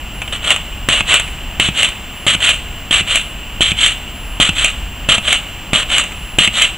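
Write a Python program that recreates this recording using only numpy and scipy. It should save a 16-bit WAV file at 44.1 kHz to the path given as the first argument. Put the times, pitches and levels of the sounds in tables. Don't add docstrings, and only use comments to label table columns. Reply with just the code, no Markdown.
import sys
import numpy as np
from scipy import signal
from scipy.fft import rfft, irfft
from scipy.io import wavfile
from scipy.ndimage import uniform_filter1d

SR = 44100
rng = np.random.default_rng(int(sys.argv[2]) if len(sys.argv) > 2 else 0)


def store_pcm(level_fs):
    pcm = np.round(np.clip(level_fs, -1, 1) * 32767).astype(np.int16)
    wavfile.write(sys.argv[1], SR, np.atleast_2d(pcm).T)


N = 298557
TIME = np.arange(N) / SR


def undb(db):
    return 10 ** (np.asarray(db) / 20)


def unit(x):
    return x / np.sqrt(np.mean(x ** 2))


def fade(t, t60):
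    return np.exp(-np.log(1000) * t / t60)


def add(out, start_s, x):
    i = max(int(start_s * SR), 0)
    out[i:i + len(x)] += x[:max(len(out) - i, 0)]


def walk(rate_hz):
    hold = int(SR / rate_hz)
    steps = np.repeat(rng.standard_normal(N // hold + 1), hold)
    return unit(uniform_filter1d(uniform_filter1d(steps, hold), hold)[:N])


def colour(x, points, size=8192):
    hz, db = np.transpose(points)
    grid_hz = np.maximum(np.arange(size // 2 + 1) * SR / size, 1)
    gain = undb(np.interp(np.log(grid_hz), np.log(hz), db))
    cepstrum = irfft(np.log(gain))
    cepstrum[1:size // 2] *= 2
    cepstrum[size // 2 + 1:] = 0
    response = irfft(np.exp(rfft(cepstrum)))
    return signal.fftconvolve(x, response / np.linalg.norm(response))[:N]


def resonance(x, hz, width_hz):
    spin = np.exp(2j * np.pi * np.cumsum(hz) / SR)
    pole = np.exp(-np.pi * width_hz / SR)
    return 2 * np.real(spin * signal.lfilter([1 - pole], [1, -pole], x / spin))


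def tail(x, t60, delay_s):
    t = np.arange(SR) / SR
    response = rng.standard_normal(SR) * fade(t, t60) * (t > delay_s)
    return signal.fftconvolve(x, response / np.linalg.norm(response))


def rings(starts_s, levels_db, modes, scatter):
    out, t = np.zeros(N), np.arange(SR // 2) / SR
    for start_s, db in np.broadcast(starts_s, levels_db):
        for hz, mode_db, t60 in modes:
            detuned_hz = hz * (1 + scatter * rng.standard_normal())
            add(out, start_s, undb(db + mode_db) * fade(t, t60) * np.sin(2 * np.pi * detuned_hz * t))
    return out


# frequency in Hz, relative density in dB.
STREET_SPECTRUM = [(15, -12.5), (26, -0.5), (50, -2), (110, -13), (240, -17.5), (470, -27), (700, -22.5),
                   (1700, -26.5), (2400, -24.5), (2880, -14.5), (3600, -33.5), (4800, -40.5), (8000, -39),
                   (14000, -44)]
# time in seconds, relative rumble level in dB.
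GUSTS = [(0.0, -29), (1.68, -29), (2.2, -34.5), (2.32, -29.5), (4.26, -29.5), (4.66, -26.5), (5.81, -30.5),
         (6.77, -32)]


def street(level_db=-26, waver_db=0.35, rumble_hz=130):
    air = colour(rng.standard_normal(N), STREET_SPECTRUM)
    low = signal.sosfiltfilt(signal.butter(2, rumble_hz, fs=SR, output="sos"), air)
    gust_db = np.interp(TIME, *np.transpose(GUSTS))
    rumble = low * undb(gust_db - gust_db.mean())
    traffic = (air - low) * undb(waver_db * walk(rate_hz=7))
    return undb(level_db) * unit(rumble + traffic)


def motor_whine(hz=7444, partials_db=(-44.5, -42), flutter=0.0021, flutter_hz=220):
    phase = 2 * np.pi * np.cumsum(hz * (1 + flutter * walk(flutter_hz))) / SR
    return sum(undb(db) * unit(np.sin(k * phase)) for k, db in enumerate(partials_db, 1))


# start in seconds, end in seconds.
WHISTLE_SPANS = [(.14, .37), (1.15, 1.32), (2.15, 2.39), (3.15, 3.32), (4.15, 4.38), (5.15, 5.32),
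                 (6.15, 6.38)]


def whistle(hz=10140, level_db=-46):
    gate = sum(1. * ((TIME > start) & (TIME < end)) for start, end in WHISTLE_SPANS)
    return undb(level_db) * uniform_filter1d(gate, size=200) * unit(np.sin(2 * np.pi * hz * TIME))


# frequency in Hz, relative density in dB.
STRUCK_SPECTRUM = [(250, -25), (430, -23), (630, -11.5), (900, -16), (1250, -12), (1600, -12), (2400, -1.5),
                   (2950, 2.5), (3900, -16.5), (5100, -36), (6400, -16.5), (7850, -9), (9600, -17),
                   (13000, -33.5)]


def blows(starts_s, levels_db, t60):
    contact, t = np.zeros(N), np.arange(SR // 16) / SR
    for start_s, db in np.broadcast(starts_s, levels_db):
        add(contact, start_s, undb(db) * rng.choice([-1, 1], len(t)) * fade(t, t60))
    return colour(contact, STRUCK_SPECTRUM)


def knocks(starts_s, levels_db, t60, cutoff_hz=4800):
    lowpass = signal.butter(1, cutoff_hz, fs=SR, output="sos")
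    return signal.sosfilt(lowpass, blows(starts_s, levels_db, t60))


# start in seconds, relative level in dB.
RATTLE_HITS = [(.218, -12.5), (.277, -17), (1.278, -20), (2.404, -12), (2.442, -11.5), (3.074, -14),
               (3.778, -23), (4.532, -20), (6.12, -20)]


def rattles():
    return knocks(*np.transpose(RATTLE_HITS), t60=0.043)


# start in seconds, squeeze length in seconds, then relative levels in dB of
TOUCHDOWNS = [(0.324, 0.047, -47.5, -33, -19.5, -36, -31, 6),
              (.8869, 0.12, -19.5, -4, -11.5, -23.5, -9, 3.5),
              (1.5979, 0.089, -20, -4.5, -11, -15, -12.5, 0),
              (2.2656, 0.084, -21.5, -16, -9.5, -20, -9.5, -0.5),
              (2.9096, 0.099, -23.5, -16, -9.5, -21.5, -15.5, -1),
              (3.607, 0.11, -19.5, -14, -11.5, -17.5, -11.5, -4),
              (4.4, 0.091, -16, -8, -9.5, -15, -10.5, 0), (5.088, 0.093, -18.5, -9, -11.5, -22, -12.5, 2.5),
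              (5.732, 0.098, -16, -11, -12, -36, -21, 3), (6.3854, 0.09, -16.5, -6, -8.5, -20.5, -7.5, -1)]
TOUCH_S, SQUEEZE_S, FOOT_DB, CLANK_DB, SQUEEZE_DB, THUMP_DB, KNOCK_DB, HOLLOW_DB = np.transpose(TOUCHDOWNS)
BOTTOM_S = TOUCH_S + SQUEEZE_S
BOUNCE_ROW = np.maximum(np.searchsorted(TOUCH_S, TIME) - 1, 0)
# frequency in Hz, relative level in dB, t60 in seconds.
FOOT_MODES = [(161, -8.5, 0.066), (311, 5.5, 0.015), (610, 3, 0.012)]
FRAME_MODES = [(108, -9, 0.14), (177.5, -0.5, 0.055), (287, -9, 0.038)]


def foot_thud(slap_delay_s=0.02034):
    thud = rings(TOUCH_S, FOOT_DB + 7, FOOT_MODES, scatter=0.081)
    slap = rings(TOUCH_S + slap_delay_s, FOOT_DB - 1.5, FRAME_MODES, scatter=0.16)
    return thud + slap


def landing_clank():
    return blows(TOUCH_S + 0.001, CLANK_DB + 6, t60=0.011)


def shaft_speed(touch_s, bottom_s, lift_s, squeeze_db, release_db):
    slowing_db, ease_db_per_s = 7, 62
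    turn_s, gather_s, shiver_s = 0.035, 0.09, 0.016
    depth = np.clip((TIME - touch_s) / (bottom_s - touch_s), 0, 1)
    halt = fade(np.maximum(TIME - bottom_s, 0), t60=0.055)
    down = (TIME > touch_s) * undb(squeeze_db + 1 - slowing_db * depth ** 2) * halt
    rising_s = np.minimum(TIME, lift_s) - bottom_s - turn_s
    gather = np.sin(np.pi / 2 * np.clip(rising_s / gather_s, 0, 1)) ** 2
    ease_db = ease_db_per_s * np.maximum(rising_s - gather_s, 0)
    settle = fade(np.maximum(TIME - lift_s - shiver_s, 0), t60=0.23)
    return down + gather * undb(release_db - ease_db) * settle


def friction(judder_hz=150, judder_db=2.33, ticks_per_s=190, tick_db=-6, tick_spread_db=2.5):
    slips = unit(rng.standard_normal(N) * undb(judder_db * walk(judder_hz)))
    coils_passed = np.floor(np.cumsum(ticks_per_s * np.exp(.5 * walk(ticks_per_s))) / SR)
    impulses = np.diff(coils_passed, prepend=0) * rng.choice([-1, 1], N)
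    ticks = unit(impulses * undb(tick_spread_db * rng.standard_normal(N)))
    return unit(slips + undb(tick_db) * ticks)


# arrival at the stop in seconds, relative levels in dB of release scrape and
# shaft rebound, loaded spring resonance in Hz.
RELEASES = [(.505, -12.5, -11, 3030), (1.141, -9, -6.5, 2800), (1.831, -11, -10.5, 2989),
            (2.491, -9.5, -26, 3100), (3.157, -11, -21, 2990), (3.862, -9, -15, 3200),
            (4.645, -11, -17, 3230), (5.328, -11.5, -24, 3070), (5.982, -11, -13, 3037),
            (6.621, -9, -37, 3050)]
LIFT_S, RELEASE_DB, REBOUND_DB, LOADED_HZ = np.transpose(RELEASES)
# frequency in Hz, relative density in dB.
SCRAPE_SPECTRUM = [(200, -21), (430, -23), (620, -13), (880, -22), (1220, -10), (1600, -11.5), (2550, -6),
                   (3080, -1.5), (3950, -11), (5100, -32.5), (6400, -21), (7850, -10), (10000, -25.5),
                   (13000, -41.5)]


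def spring_scrape(free_hz=2870, unload_s=0.033):
    bounces = zip(TOUCH_S, BOTTOM_S, LIFT_S, SQUEEZE_DB, RELEASE_DB)
    speed = sum(shaft_speed(*bounce) for bounce in bounces)
    free = np.clip((TIME - LIFT_S[BOUNCE_ROW]) / unload_s, 0, 1)
    zing_hz = (1 - free) * LOADED_HZ[BOUNCE_ROW] + free * free_hz
    rub = friction()
    zing = undb(-2) * resonance(rub, zing_hz, width_hz=390)
    return colour(undb(-3) * speed * (rub + zing), SCRAPE_SPECTRUM)


def bottom_knock():
    return knocks(BOTTOM_S, KNOCK_DB + 6, t60=0.026)


def frame_thump():
    return rings(BOTTOM_S + 0.00079, THUMP_DB + 6.5, FRAME_MODES, scatter=0.094)


def stop_clack(chatter_delay_s=0.015, rebound_delay_s=0.057):
    clack = blows(LIFT_S, levels_db=1.5, t60=0.017)
    chatter = blows(LIFT_S + chatter_delay_s, levels_db=-12, t60=0.037)
    rebound = blows(LIFT_S + rebound_delay_s, REBOUND_DB, t60=0.027)
    return clack + chatter + rebound


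# frequency in Hz, level in dB, t60 in seconds.
TUBE_MODES = [(633, -31, 0.18), (2540, -30.5, 0.35), (2775, -15, 0.32), (5930, -31.5, 0.14),
              (7000, -22, 0.15), (8030, -20, 0.15), (9260, -27.5, 0.1)]


def tube_ring():
    return rings(LIFT_S, levels_db=0, modes=TUBE_MODES, scatter=0.0106)


def spring_ring(drive, hz=2530, width_hz=570):
    out = np.zeros(N)
    edges_s = np.sort(np.concatenate([[0], TOUCH_S, BOTTOM_S, LIFT_S]))
    parts = np.split(drive, (edges_s * SR).astype(int))[1:]
    for start_s, part in zip(edges_s, parts):
        add(out, start_s, tail(np.append(part, 0), t60=0.16, delay_s=0.0016))
    return signal.lfilter(*signal.iirpeak(hz, hz / width_hz, fs=SR), out)


def pogo_stick(hollow_hz=1500):
    steel = rattles() + landing_clank() + spring_scrape() + bottom_knock() + stop_clack()
    steel += undb(-5.5) * spring_ring(steel)
    low = signal.sosfiltfilt(signal.butter(3, hollow_hz, fs=SR, output="sos"), steel)
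    steel += low * (undb(HOLLOW_DB[BOUNCE_ROW]) - 1)
    return steel + foot_thud() + frame_thump() + tube_ring()


def scene():
    background = street() + motor_whine() + whistle()
    stick = pogo_stick()
    echo = undb(-18.5) * tail(stick, t60=0.99, delay_s=0.018)[:N]
    return np.tile(background + stick + echo, (2, 1))


def record(dry, ceiling=1.0, top_hz=15600):
    left, right = np.clip(dry, -ceiling, ceiling)
    pair = np.array([np.append(0, left[:-1]), right])
    return signal.sosfilt(signal.ellip(8, .2, 70, top_hz, fs=SR, output="sos"), pair)


dry = scene()
out = record(dry)
store_pcm(out)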